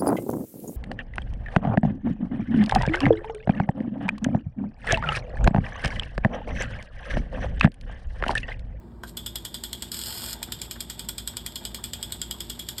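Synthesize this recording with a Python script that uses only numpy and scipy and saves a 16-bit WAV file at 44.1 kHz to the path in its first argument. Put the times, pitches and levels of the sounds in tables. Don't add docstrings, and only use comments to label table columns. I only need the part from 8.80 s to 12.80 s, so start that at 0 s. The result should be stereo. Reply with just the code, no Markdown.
import sys
import numpy as np
from scipy import signal
from scipy.fft import rfft, irfft
from scipy.io import wavfile

SR = 44100
rng = np.random.default_rng(int(sys.argv[2]) if len(sys.argv) > 2 else 0)


def wav_out(sig):
    wavfile.write(sys.argv[1], SR, np.round(np.clip(np.atleast_2d(sig).T, -1, 1) * 32767).astype(np.int16))


N = 176400
TIME, BIN_HZ = np.arange(N) / SR, np.fft.rfftfreq(N, 1 / SR)

# (time [s], relative click level [dB], ring level [dB], splash level [dB])
SLOW_BLOWS = [(0.3718, -27.5, -31.5, -34), (0.4629, -30, -30, -34), (0.5573, -28, -31, -31.5),
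              (0.6506, -27.5, -29.5, -33), (0.744, -26, -34, -34.5), (0.8378, -25, -33, -34.5),
              (0.9305, -25, -33.5, -36), (1.0233, -23.5, -35.5, -32.5), (1.1177, -27.5, -38.5, -33),
              (1.6295, -23.5, -36, -32.5), (1.7218, -27.5, -37, -35), (1.817, -24, -38, -35),
              (1.9111, -27.5, -39, -35), (2.0057, -26, -37.5, -35), (2.1, -29, -36, -33.5),
              (2.1943, -25.5, -36, -35), (2.2882, -27.5, -36.5, -33), (2.3818, -26, -34, -34.5),
              (2.4756, -25.5, -34.5, -34), (2.5694, -24.5, -32, -33.5), (2.6634, -24.5, -33.5, -34),
              (2.7576, -27, -34, -36.5), (2.8521, -23.5, -33, -38.5), (2.9463, -24.5, -32, -33.5),
              (3.0402, -26, -33, -33), (3.1343, -22.5, -32, -36), (3.2284, -23, -32.5, -34),
              (3.3226, -23.5, -32, -34.5), (3.4167, -23, -33, -35), (3.5112, -21.5, -32.5, -34.5),
              (3.6056, -24.5, -31.5, -33.5), (3.6994, -27, -32, -33.5), (3.7939, -32, -32, -35.5),
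              (3.8877, -33, -33, -32.5), (3.9824, -27.5, -33, -31.5)]
# (time [s], relative click level [dB])
QUICK_BLOWS = [(1.1436, -26), (1.1672, -40), (1.1914, -28), (1.2148, -30), (1.237, -28.5), (1.2596, -29),
               (1.2831, -33), (1.3057, -29), (1.3292, -37), (1.352, -39), (1.3745, -41), (1.3962, -38),
               (1.42, -33), (1.4402, -37), (1.4625, -39), (1.4864, -35), (1.5082, -34)]
# (time [s], relative click level [dB], splash level [dB])
LEVER_TRIPS = [(1.119, -24.5, -45), (1.5307, -21, -36.5)]
# (time [s], relative knock level [dB], splash level [dB])
INLET_CLUNK = (.2358, -27, -45)


def amp(db):
    return 10 ** (np.asarray(db) / 20)


def unit(x):
    return x / np.sqrt(np.mean(x ** 2) + 1e-20)


def gain_curve(points):
    hz, db = np.transpose(points)
    return amp(np.interp(np.log(BIN_HZ + 1), np.log(hz + 1), db))


def filtered(x, gain):
    return unit(irfft(rfft(x) * gain))


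def drift(rate_hz):
    return filtered(rng.standard_normal(N), np.exp(-(BIN_HZ / rate_hz) ** 2))


def add(mix, s, sound):
    part = mix[max(round(s * SR), 0):][:len(sound)]
    part += sound[:len(part)]


def struck(modes, spread_db, detune=0):
    t = np.arange(SR // 5) / SR
    out = np.zeros(len(t))
    for k, (hz, db, t60) in enumerate(modes):
        level_chance, pitch_chance = rng.standard_normal(2)
        envelope = amp(db + spread_db * level_chance - 60 * t / t60)
        out += (-1) ** k * envelope * np.sin(2 * np.pi * hz * (1 + detune * pitch_chance) * t)
    return out


def water_hiss(spectrum, grain_db, grain_hz, correlation=.7):
    a, b = rng.standard_normal((2, N))
    pair = np.array([a, correlation * a + np.sqrt(1 - correlation ** 2) * b])
    return filtered(pair * amp(grain_db * drift(grain_hz)), gain_curve(spectrum))


def background():
    # (frequency [Hz], relative spectral level [dB])
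    rumble_spectrum = [(20, -41), (36, -29), (52, 2.5), (72, -0.5), (105, -0.5), (135, -6.5), (210, -2.5),
                       (275, -12.5), (350, -6), (480, -18.5), (1100, -22.5), (1500, -33.5), (2000, -40.5),
                       (4000, -41), (15000, -53)]
    # (frequency [Hz], level [dB], rms frequency deviation [Hz])
    partials = [(57.7, -49, 2.91), (115.5, -59, 3.94), (169.8, -61.5, 1.62), (237.6, -53.5, 1.26),
                (345, -62.5, 4.86), (598, -70.5, 2.25), (932, -69, 1.7)]
    hum = np.zeros(N)
    for hz, db, waver_hz in partials:
        peak = np.sqrt(2) * amp(db + 2.3 * drift(10))
        hum += peak * np.sin(2 * np.pi * np.cumsum(hz + waver_hz * drift(8)) / SR)
    return hum + amp(-46) * filtered(rng.standard_normal((2, N)), gain_curve(rumble_spectrum))


def patter(drops_per_s=900, spread_db=4, fall_s=.007):
    # (frequency [Hz], relative spectral level [dB])
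    spectrum = [(250, -1.5), (500, -4), (780, 3), (1050, -3), (1400, 0), (2000, -4), (2700, -7),
                (5000, -19.5), (15000, -37)]
    # (time [s], relative level [dB])
    levels = [(.15, -8.5), (.4, -3.5), (.6, -3), (1.1, 0), (1.29, 2), (1.35, 5.5), (1.52, 10), (1.58, 0.5),
              (2.5, -1.5), (3.0, 2), (3.55, -2), (4, -3.5)]
    impacts = (rng.random((2, N)) < drops_per_s / SR) * rng.standard_normal((2, N))
    impacts *= amp(spread_db * np.minimum(rng.exponential(1, (2, N)), 3))
    t = np.arange(SR // 50) / SR
    burst = rng.standard_normal((2, len(t))) * np.exp(-t / fall_s)
    drops = signal.fftconvolve(impacts, burst, axes=1)[:, :N]
    clumps = amp(np.interp(TIME, *np.transpose(levels)) + 2.6 * drift(27))
    return amp(-55.5) * clumps * filtered(drops, gain_curve(spectrum))


def splats(rise_s=.002, width_octaves=.6):
    # (time [s], level [dB], centre frequency [Hz], decay time constant [s])
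    gouts = [(1.685, -40.5, 1300, 0.006), (1.880, -44, 1000, 0.0051), (1.957, -41.5, 1800, 0.013),
             (1.960, -43.5, 700, 0.0059), (2.535, -48, 1400, .014), (2.985, -44, 1150, 0.015),
             (3.540, -47, 856, 0.022)]
    out, t, hz = np.zeros((2, N)), np.arange(8192) / SR, np.fft.rfftfreq(8192, 1 / SR)
    for s, db, centre_hz, fall_s in gouts:
        band = np.exp(-.5 * (np.log2((hz + 1) / centre_hz) / width_octaves) ** 2)
        envelope = amp(db) * np.minimum(t / rise_s, 1) * np.exp(-t / fall_s)
        for channel in out:
            add(channel, s, envelope * filtered(rng.standard_normal(len(t)), band))
    return out


def jet(water_on_s=.31, rise_s=1, ring_on_s=.37, ring_hz=3460, ring_width_hz=174):
    # (frequency [Hz], relative spectral level [dB])
    spectrum = [(300, -4), (1000, -3.5), (1900, -1), (2700, 9.5), (3350, 9.5), (4000, 4.5), (5200, 4.5),
                (6300, -6), (7800, 7), (9000, -6.5), (13000, -1), (15600, -49)]
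    resonance = np.exp(-.5 * ((BIN_HZ - ring_hz) / ring_width_hz) ** 2)
    ring = amp(-53) * (TIME > ring_on_s) * filtered(rng.standard_normal((2, N)), resonance)
    onset = np.sqrt(np.clip((TIME - water_on_s) / rise_s, 0, 1))
    return ring + amp(-52 + 3.1 * drift(32)) * onset * water_hiss(spectrum, grain_db=3, grain_hz=450)


def splashes(rise_s=.0015, fall_s=.0079, mist_fall_s=.043, mist_db=-16.5):
    # (frequency [Hz], relative spectral level [dB])
    spectrum = [(300, -8), (900, -9.5), (1450, -4.5), (2100, -2.5), (2700, -0.5), (3300, 5), (4100, 2.5),
                (5100, 1), (6200, 3), (7800, 2), (11000, -2), (13300, 1), (14800, -14), (15700, -30)]
    first_spurt = amp(-41.5) * np.exp(-((TIME - .287) / .015) ** 2)
    power = first_spurt ** 2
    quick_splashes = [(s, -41) for s, _ in QUICK_BLOWS]
    for s, *_, db in [*SLOW_BLOWS, *LEVER_TRIPS, INLET_CLUNK, *quick_splashes]:
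        after, before = np.maximum(TIME - s, 0), np.clip(s - TIME, 0, .1)
        burst = np.exp(-2 * np.minimum(after / fall_s, 20))
        mist = amp(mist_db) ** 2 * np.exp(-2 * after / mist_fall_s)
        power += amp(db + 6) ** 2 * (burst + mist) * np.exp(-2 * before / rise_s)
    flicker = amp(1.3 * drift(120))
    return np.sqrt(power) * flicker * water_hiss(spectrum, grain_db=3.5, grain_hz=900)


def return_spray(start_s=1.125, end_s=1.541, edge_s=.0023):
    # (frequency [Hz], relative spectral level [dB])
    spectrum = [(300, -14), (900, -10), (1500, -1), (1950, -5.5), (2550, 2.5), (3300, 8), (3850, -7),
                (4200, 8), (4600, 6), (5080, 13), (5900, -7), (6800, 1.5), (8200, 3.5), (11000, -0.5),
                (13300, 3), (14900, -14), (15700, -33)]
    gate = (np.tanh((TIME - start_s) / edge_s) - np.tanh((TIME - end_s) / edge_s)) / 2
    return amp(-36) * gate * water_hiss(spectrum, grain_db=3, grain_hz=500)


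def clunk():
    # (frequency [Hz], relative level [dB], T60 [s])
    pipe_modes = [(707, -16, .04), (874, -3.5, 0.03), (1070, 3, 0.0096), (1216, -11, 0.05),
                  (1497, 5, 0.011), (1450, -11, .05), (1545, -20, 0.12), (1640, -13, .13),
                  (2510, -15, 0.07), (2970, -14, 0.015)]
    out = np.zeros(N)
    s, db, _ = INLET_CLUNK
    add(out, s, amp(db) * struck(pipe_modes, spread_db=2.5))
    return out


def lever():
    # (frequency [Hz], relative level [dB], T60 [s])
    lever_modes = [(3260, -23, 0.021), (4400, -13, 0.013), (5180, 2.5, 0.011), (6840, 2.5, .005),
                   (8600, -6, .005), (11300, -4, .003)]
    out = np.zeros(N)
    for s, db, _ in LEVER_TRIPS:
        add(out, s, amp(db) * struck(lever_modes, spread_db=1.5, detune=.01))
    return out


def arm(grit_s=.00034, min_bounce_s=.00035, bounce_db=-11):
    # (frequency [Hz], relative level [dB], T60 [s])
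    click_modes = [(2220, -14.5, 0.0033), (3120, -9, 0.02), (3540, -13.5, 0.014), (3970, -10.5, 0.013),
                   (4770, -4.5, 0.0058), (7700, 3, 0.0038), (10090, -3, 0.0017), (12500, -7.5, 0.00096),
                   (14400, -10, 0.0017)]
    # (frequency [Hz], relative level aimed left [dB], aimed right [dB], T60 [s])
    head_modes = [(1446, -15.5, -19, 0.12), (2460, 15, -20, 0.041), (2530, -9, -16, 0.17),
                  (2968, -0.5, -6, 0.09), (3176, 5, -4, 0.11), (3230, 4.5, 3, 0.11), (3390, 4.5, 3.5, 0.11),
                  (3474, -4.5, 3, 0.12), (3610, -6, -4.5, 0.11), (3690, -11, -9, 0.11),
                  (4070, -9, -23, 0.082), (4980, -9, -3, 0.048), (5070, 5, -8, 0.083),
                  (8140, -27, -21, 0.07)]
    # (time [s], aim [0 left to 1 right])
    aim_path = [(.37, 0.87), (1.12, 1), (1.53, 0), (4, .7)]
    out, t = np.zeros(N), np.arange(SR // 5) / SR
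    rattle = [(s, db, -46.5) for s, db in QUICK_BLOWS]
    for s, click_db, ring_db, *_ in [*SLOW_BLOWS, *rattle]:
        aim = np.interp(s, *np.transpose(aim_path))
        aimed_modes = [(hz, left + aim * (right - left), t60) for hz, left, right, t60 in head_modes]
        contact = struck(click_modes, spread_db=1.5, detune=.017)
        grit = .18 * rng.standard_normal(len(t)) * np.exp(-t / grit_s)
        click = amp(click_db + 6.3) * (contact + grit)
        ring = amp(ring_db - 4.5) * struck(aimed_modes, spread_db=1.8, detune=.006)
        add(out, s, click + ring)
        add(out, s + min_bounce_s * (1 + rng.random()), amp(bounce_db) * click)
    return out


def yard(x, tails=3, tail_db=-8, t60_s=.16):
    # (delay [s], level [dB])
    echoes = [(.0021, -18), (.0056, -21)]
    t = np.arange(SR // 3) / SR
    taps = np.zeros(len(t))
    taps[0] = 1
    for delay, db in echoes:
        taps[round(delay * SR)] += amp(db)
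    out = signal.fftconvolve(x, taps[None], axes=1)[:, :N]
    for k in range(tails):
        scatter = rng.standard_normal((2, len(t))) * (rng.random((2, len(t))) < .1)
        tail = scatter * amp(-60 * t / t60_s) * (t > .002)
        tail /= np.linalg.norm(tail[0])
        fade = np.sqrt(2 / tails) * np.cos(np.pi * (TIME * (k + 1) + k / tails))
        out += amp(tail_db) * signal.fftconvolve(x * fade, tail, axes=1)[:, :N]
    return out


def scene():
    sprinkler = arm() + lever() + clunk() + splashes() + return_spray()
    return yard(sprinkler) + jet() + patter() + splats() + background()


def record(dry, cutoff_hz=16000):
    # (frequency [Hz], phase [rad])
    phases = [(20, .03), (100, .12), (270, .45), (500, 1.0), (1200, .85), (1800, 1.1), (2300, 2.2),
              (2600, 2.75), (2950, 2.0), (3300, 1.8), (4100, 1.3), (5100, 1.4), (6080, 3.14), (8100, 6.28),
              (10250, 9.42), (12400, 12.57), (14600, 15.7), (16500, 18.4)]
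    # (frequency [Hz], level [dB])
    side_levels = [(40, -2), (125, -4.5), (270, 0), (500, 4), (1000, -4), (2000, 0.5), (4000, -3.5),
                   (5200, -3), (6000, 1), (8000, 2), (12000, 3), (16000, 3)]
    # (frequency [Hz], level difference [dB])
    balance = [(60, -.1), (125, -1), (300, -1.6), (600, -.5), (1200, .5), (2700, -2.8), (4200, -1.8),
               (5800, 0), (15000, 0)]
    half_phase = np.interp(BIN_HZ, *np.transpose(phases)) / 2
    first, second = rfft(dry)
    mid = np.cos(half_phase) * first
    side = 1j * np.sin(half_phase) * second * gain_curve(side_levels)
    lean = np.sqrt(gain_curve(balance))
    stereo = irfft(np.array([(mid + side) * lean, (mid - side) / lean]), N)
    low_pass = signal.firwin(255, cutoff_hz, window=("kaiser", 9), fs=SR)
    return signal.oaconvolve(stereo, low_pass[None], "same")


dry = scene()
out = record(dry)
wav_out(out)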